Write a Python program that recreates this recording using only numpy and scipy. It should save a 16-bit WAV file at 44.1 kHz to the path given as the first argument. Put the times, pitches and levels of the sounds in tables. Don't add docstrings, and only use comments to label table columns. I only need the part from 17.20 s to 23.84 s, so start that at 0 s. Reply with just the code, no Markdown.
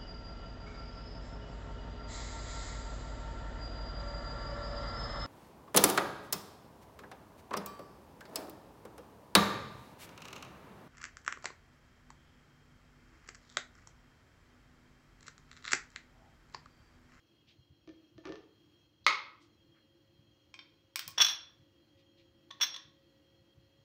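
import sys
import numpy as np
from scipy import signal
from scipy.fft import rfft, irfft, next_fast_len
from scipy.io import wavfile

SR = 44100
rng = np.random.default_rng(int(sys.argv[2]) if len(sys.argv) > 2 else 0)


def inscribe(sig):
    pcm = np.round(np.clip(np.atleast_2d(sig).T, -1, 1) * 32767)
    wavfile.write(sys.argv[1], SR, pcm.astype(np.int16))


N = 292812
TIME_S = np.arange(N) / SR
RING_S = np.arange(SR // 3) / SR
NOISE_HZ = np.fft.rfftfreq(next_fast_len(N, True), 1 / SR) + 1

ECHO_DECAY = [(150, .5), (600, .54), (1200, .49), (2500, .46), (5000, .41), (7500, .26), (11000, .18),
              (15000, .15)]
NOISE_FLOOR = [(25, -23), (45, -13), (70, -9), (130, -7), (190, -13.5), (450, -7.5), (700, -14.5),
               (1600, -17.5), (2400, -20.5), (3100, -17), (3750, -23), (4400, -18), (5500, -26),
               (7300, -29.5), (8000, -37.5), (14000, -34.5), (15300, -28)]
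FRIDGE_DRONE = [(107.2, -81.5, 20), (151, -82, 18), (218.5, -81.5, 36), (299, -76.5, 32), (341, -76, 16)]
FRIDGE_WHINE = [(2610, -92, 17), (2862, -88.5, 45), (3140, -93, 16), (3228, -80.5, 30), (3274, -83, 23),
                (4100, -89.5, 21), (4240, -87.5, 20), (5540, -93, 40), (6067, -100, 17), (6630, -98.5, 10)]
PANEL_TONES = [(543, -2), (1928, -14.5)]
PANEL_ENVELOPE = [(0, -93.5), (2.2, -88.5), (2.7, -78.5), (3.5, -81.5), (4.7, -75.5), (6.6, -75)]
HAND_BUMPS = [(0.384, -58), (.497, -60), (0.949, -58.5), (2.484, -58.5), (2.981, -61.5), (3.856, -57.5),
              (4.391, -56.5), (5.646, -61), (6.21, -62.5), (6.37, -60.5)]
SLEEVE_RUSTLES = [(0.267, -65.5, 3060), (2.199, -73, 4260), (2.536, -73, 1570), (4.764, -74, 3200),
                  (4.964, -70.5, 3070)]

BOWL_HITS = [(3.883, -50.5, -10), (5.306, -51, -5), (5.3095, -42.5, -0.5), (5.522, -58.5, -8.5),
             (5.5426, -41, 1.5), (5.563, -40, 3)]
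BOWL_MODES = [(1100, 0, .14), (1890, 2.5, 0.051), (3410, 4.5, .08), (3520, 9.5, 0.03), (4050, -4.5, 0.075),
              (5890, -21.5, 0.04)]
BOWL_CRACK = [(200, -32), (650, -22), (850, -4.5), (1080, 6), (1400, -4), (1900, 1), (2500, -2), (3500, 8),
              (4200, 2.5), (5000, -4.5), (6200, 2.5), (7200, -27.5), (10000, -28), (15000, -30)]

SPOON_NUDGES = [(3.341, -45.5, 1.5, 0.28), (3.3908, -44.5, 3, 0), (3.758, -29, 3, 0.81),
                (3.7925, -31, 1, 1), (3.8782, -35, 7.5, .95), (3.906, -53, 8, 0.87)]
HELD_SPOON_MODES = [(1078, -13, .05), (1650, -11.5, 0.022), (2300, -3.5, 0.029), (2439, -0.5, .04),
                    (3184, -2.5, 0.054), (3600, -3.5, .025), (4530, -12, 0.026), (5430, -4, 0.042),
                    (7996, -13, 0.06), (11200, -30.5, .05)]
NUDGE_CRACK = [(60, -42), (200, -20.5), (600, -18.5), (1300, 2), (2200, 1), (3200, 0), (4000, -1.5),
               (5300, 1.5), (7000, -9), (8200, -6.5), (10500, -15), (14000, -9.5), (15200, -0.5)]
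SPOON_BOUNCES = [(3.977, -38, -9.5), (3.981, -26, -2), (3.994, -30, -7), (4.0025, -22, -5),
                 (4.008, -22, -3.5), (4.014, -19.5, 2), (4.0188, -16.5, 0.5), (4.0468, -22.5, 2.5),
                 (4.066, -26.5, 1.5), (4.0835, -29.5, 0), (4.097, -29.5, 0.5), (4.109, -39, -4.5),
                 (4.115, -38, 2.5), (5.402, -46.5, -8.5), (5.411, -29.5, -2.5), (5.4152, -26, 1),
                 (5.4245, -27.5, 2), (5.432, -25.5, -1), (5.438, -30, -0.5)]
FREE_SPOON_MODES = [(3403, -7, 0.12), (3430, -17, .35), (3414, 1, 0.12), (3456, -2, .08),
                    (4100, -12.5, .12), (5576, 2, 0.1), (5590, -19.5, .3), (5560, -12, 0.067),
                    (6230, -16, 0.044), (8096, -26.5, 0.11), (9100, -23.5, .08), (11090, -26.5, 0.1703),
                    (12720, -25, 0.086), (14302, -15.5, .13)]
BOUNCE_CRACK = [(60, -41.5), (200, -21), (550, -20), (800, -7.5), (1100, -1.5), (1700, 3), (2100, -2.5),
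                (2500, 0.5), (3400, 6), (5000, -2.5), (6200, 8), (7200, -36.5), (9200, -18.5), (10500, -36),
                (13000, -20.5), (15200, -22.5)]

RIM_SLIPS = [(0.675, -59.5, -49.5), (.691, -58, -48), (0.98, -58, -49.5), (1.0539, -47.5, -44),
             (1.071, -51.5, -40), (1.093, -55, -38), (1.1222, -48, -43), (1.156, -52.5, -66)]
RIM_MODES = [(1203, 4.5, 0.023), (1772, 0, 0.054), (2320, -3, 0.03)]
RIM_CRACK = [(200, -11), (500, 10.5), (1800, 3), (3000, 5.5), (6200, -3), (7600, -28), (15000, -47)]
JAR_MODES = [(201, -22.5, 0.11), (326, -10, 0.3), (532, -11, 0.074), (651, -15, 0.07)]
GAP_PITCH = [(.68, 330), (1.055, 334), (1.095, 450.5), (1.125, 399.4)]
LID_LANDINGS = [(1.8653, -15, 2)]
LID_MODES = [(604, -20.5, 0.036), (1157, -14, 0.14), (1276, -2.5, 0.067), (2170, 3.5, 0.039),
             (2228, -7.5, .08), (4078, -12.5, 0.045)]
LID_CRACK = [(80, -36), (190, -16.5), (300, -30), (560, -7.5), (700, -10), (830, 0.5), (1200, 8),
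             (1650, -3), (2200, 4.5), (3000, -5), (4100, -2), (5000, -9), (5600, -16.5), (6400, -13),
             (8000, -36), (13500, -44.5), (15000, -34)]


def amp(db):
    return 10 ** (np.asarray(db) / 20)


def lookup(points, hz):
    f, value = np.transpose(points)
    return np.interp(np.log(hz + 1), np.log(f + 1), value)


def unit(x, size=None):
    return x / np.sqrt(np.mean(x[:size] ** 2) + 1e-20)


def add(mix, start_s, sound):
    part = mix[round(start_s * SR):][:len(sound)]
    part += sound[:len(part)]


def colour(x, spectrum, size=2048):
    log_gain = np.log(amp(lookup(spectrum, abs(np.fft.fftfreq(size, 1 / SR)))))
    taps = np.fft.ifft(np.exp(np.conj(signal.hilbert(log_gain)))).real
    return signal.fftconvolve(x, taps)[:len(x)]


def noise(gain):
    return unit(irfft(gain * rng.standard_normal(2 * len(gain)).view(complex))[:N])


def drift(rate_hz):
    return noise(np.exp(-(NOISE_HZ / rate_hz) ** 2))


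def tones(lines):
    power = sum(amp(2 * db) / width_hz / (1 + (2 * (NOISE_HZ - hz) / width_hz) ** 2) ** 2
                for hz, db, width_hz in lines)
    rms = np.linalg.norm([amp(db) for _, db, _ in lines])
    return rms * noise(np.sqrt(power))


def fade(t60_s):
    return np.exp(-np.log(1000) * RING_S / t60_s)


def ring(modes, uneven_db=1, detune=0.002):
    out = 0
    for hz, db, t60_s in modes:
        share, load = rng.standard_normal(2)
        loaded_hz = hz * (1 + detune * load)
        out += amp(db + uneven_db * share) * fade(t60_s) * np.sin(2 * np.pi * loaded_hz * RING_S)
    radiation = signal.butter(2, modes[0][0] / 2, "high", fs=SR, output="sos")
    return unit(signal.sosfilt(radiation, out), size=128)


def crack(spectrum, spread_s, count=100, size=4096):
    hz = (np.arange(count) + 2 * rng.random(count)) / spread_s
    pole_rad = 2 * np.pi * hz[hz < SR / 2] / SR
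    radius = np.exp(-1.4 / (spread_s * SR))
    all_pass = [(radius ** 2, c, 1, 1, c, radius ** 2) for c in -2 * radius * np.cos(pole_rad)]
    click = colour(signal.sosfilt(all_pass, signal.unit_impulse(size)), spectrum)
    return np.pad(unit(click, size=128), (0, len(RING_S) - size))


def blow(sound, db, tilt_db_oct):
    tilt = [(2 ** octave, tilt_db_oct * (octave - 10)) for octave in (9, 13)]
    return amp(db) * unit(colour(sound, tilt), size=128)


def brush(length_s, centre_hz, width_oct):
    hz = np.fft.rfftfreq(len(RING_S), 1 / SR) + 1
    fibres = rng.standard_normal(len(RING_S)) * rng.exponential(1, len(RING_S))
    band = np.exp(-0.5 * (np.log2(hz / centre_hz) / width_oct) ** 2)
    rub = unit(irfft(rfft(fibres) * band, len(RING_S)))
    age = 3 * RING_S / length_s
    return rub * age * np.exp((1 - age ** 2) / 2)


def kitchen(x, early_db=3, early_s=0.022, count=5000):
    taps = np.zeros(SR)
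    taps[rng.integers(SR // 300, SR, count)] = rng.choice([-1., 1.], count)
    hz, t, bands = signal.stft(taps, SR, nperseg=256)
    decay = np.exp(-np.log(1000) * t / lookup(ECHO_DECAY, hz)[:, None])
    early_boost = amp(early_db * np.exp(-t / early_s))
    tail = signal.istft(bands * decay * early_boost, SR, nperseg=256)[1]
    return signal.fftconvolve(x, tail / np.linalg.norm(tail))[:N]


def background_noise(floor_db=-76, waver_db=0.8, rumble_db=-76.5, lumps_db=3.5):
    floor = amp(floor_db + waver_db * drift(2.3)) * noise(amp(lookup(NOISE_FLOOR, NOISE_HZ)))
    low_band = np.exp(-(np.log2(NOISE_HZ / 95) / 0.8) ** 2)
    rumble = amp(rumble_db + lumps_db * drift(10)) * noise(low_band)
    return floor + rumble


def fridge(drone_waver_db=1.6, whine_waver_db=0.77):
    drone = tones(FRIDGE_DRONE) * amp(drone_waver_db * drift(5))
    whine = tones(FRIDGE_WHINE) * amp(whine_waver_db * drift(7))
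    return drone + whine


def fridge_panel(wobble_rad=2, waver_db=2):
    lines = sum(amp(db) * np.sqrt(2) * np.sin(2 * np.pi * hz * TIME_S + wobble_rad * drift(6))
                for hz, db in PANEL_TONES)
    level_db = np.interp(TIME_S, *np.transpose(PANEL_ENVELOPE)) + waver_db * drift(10)
    return amp(level_db) * lines


def handling():
    out = np.zeros(N)
    for t, db in HAND_BUMPS:
        add(out, t, amp(db) * brush(length_s=0.05, centre_hz=112, width_oct=0.48))
    for t, db, centre_hz in SLEEVE_RUSTLES:
        add(out, t, amp(db) * brush(length_s=0.1, centre_hz=centre_hz, width_oct=0.53))
    return out


def bowl_clinks(crack_db=-1):
    out = np.zeros(N)
    for t, db, tilt_db_oct in BOWL_HITS:
        glass = ring(BOWL_MODES, detune=0.001)
        contact = amp(crack_db) * crack(BOWL_CRACK, spread_s=0.0025)
        add(out, t, blow(glass + contact, db, tilt_db_oct))
    return out


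def spoon_ticks(soft_crack_db=-3, hard_crack_db=11, soft_top_hz=4900, hard_top_hz=19060):
    out = np.zeros(N)
    for t, db, tilt_db_oct, hardness in SPOON_NUDGES:
        crack_db = soft_crack_db + hardness * (hard_crack_db - soft_crack_db)
        top_hz = soft_top_hz * (hard_top_hz / soft_top_hz) ** hardness
        steel = ring(HELD_SPOON_MODES, uneven_db=6)
        contact = amp(crack_db) * crack(NUDGE_CRACK, spread_s=0.0012)
        low_pass = signal.butter(6, top_hz, fs=SR, output="sos")
        add(out, t, blow(signal.sosfilt(low_pass, steel + contact), db, tilt_db_oct))
    return out


def spoon_rattle(crack_db=-3.5, chatter_per_s=450, chatter_db=-11, chatter_t60_s=0.063):
    out = np.zeros(N)
    for t, db, tilt_db_oct in SPOON_BOUNCES:
        steel = ring(FREE_SPOON_MODES, detune=0.0007)
        contact = amp(crack_db) * crack(BOUNCE_CRACK, spread_s=0.003)
        strike = blow(steel + contact, db, tilt_db_oct)
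        touches = rng.random(len(RING_S)) < chatter_per_s / SR
        impulses = touches * rng.choice([-1, 1], len(RING_S)) * fade(chatter_t60_s)
        chatter = signal.fftconvolve(impulses, strike)[:len(strike)]
        add(out, t, strike + amp(chatter_db) * chatter)
    return out


def lid_off(rim_db=-6, swell_s=0.003, rub_at_s=1.035, rub_db=-55.5):
    out = np.zeros(N)
    swell = 1.3 * (1 - np.exp(-RING_S / swell_s))
    for t, snap_db, thud_db in RIM_SLIPS:
        air_hz = np.interp(t, *np.transpose(GAP_PITCH))
        air_mode = (air_hz, 0, 0.08)  # f/Hz, level/dB, t60/s
        thud = ring(JAR_MODES + [air_mode], uneven_db=3, detune=0.003) * swell
        snap = crack(RIM_CRACK, spread_s=0.00093) + amp(rim_db) * ring(RIM_MODES)
        add(out, t, amp(snap_db) * snap + amp(thud_db) * thud)
    add(out, rub_at_s, amp(rub_db) * brush(length_s=0.1, centre_hz=834, width_oct=1.09))
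    return out


def lid_down(crack_db=3, skim_lead_s=0.024, skim_db=-48):
    out = np.zeros(N)
    for t, db, tilt_db_oct in LID_LANDINGS:
        plastic = ring(LID_MODES, uneven_db=0.3, detune=0.001)
        contact = amp(crack_db) * crack(LID_CRACK, spread_s=0.001493)
        add(out, t, blow(plastic + contact, db, tilt_db_oct))
        skim = brush(length_s=0.019, centre_hz=4100, width_oct=0.32)
        add(out, t - skim_lead_s, amp(db + skim_db) * skim)
    return out


def scene():
    # sound, echo/dB
    sources = [(lid_off(), -5), (lid_down(), -3),
               (spoon_ticks(), -6), (spoon_rattle(), -9), (bowl_clinks(), -7)]
    contacts = sum(sound + amp(echo_db) * kitchen(sound) for sound, echo_db in sources)
    return (contacts + handling() + background_noise() + fridge() + fridge_panel())[None]


def record(dry):
    low_pass = signal.firwin(301, cutoff=15700, window=("kaiser", 9), fs=SR)
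    return signal.oaconvolve(dry, low_pass[None], "same")


dry = scene()
out = record(dry)
inscribe(out)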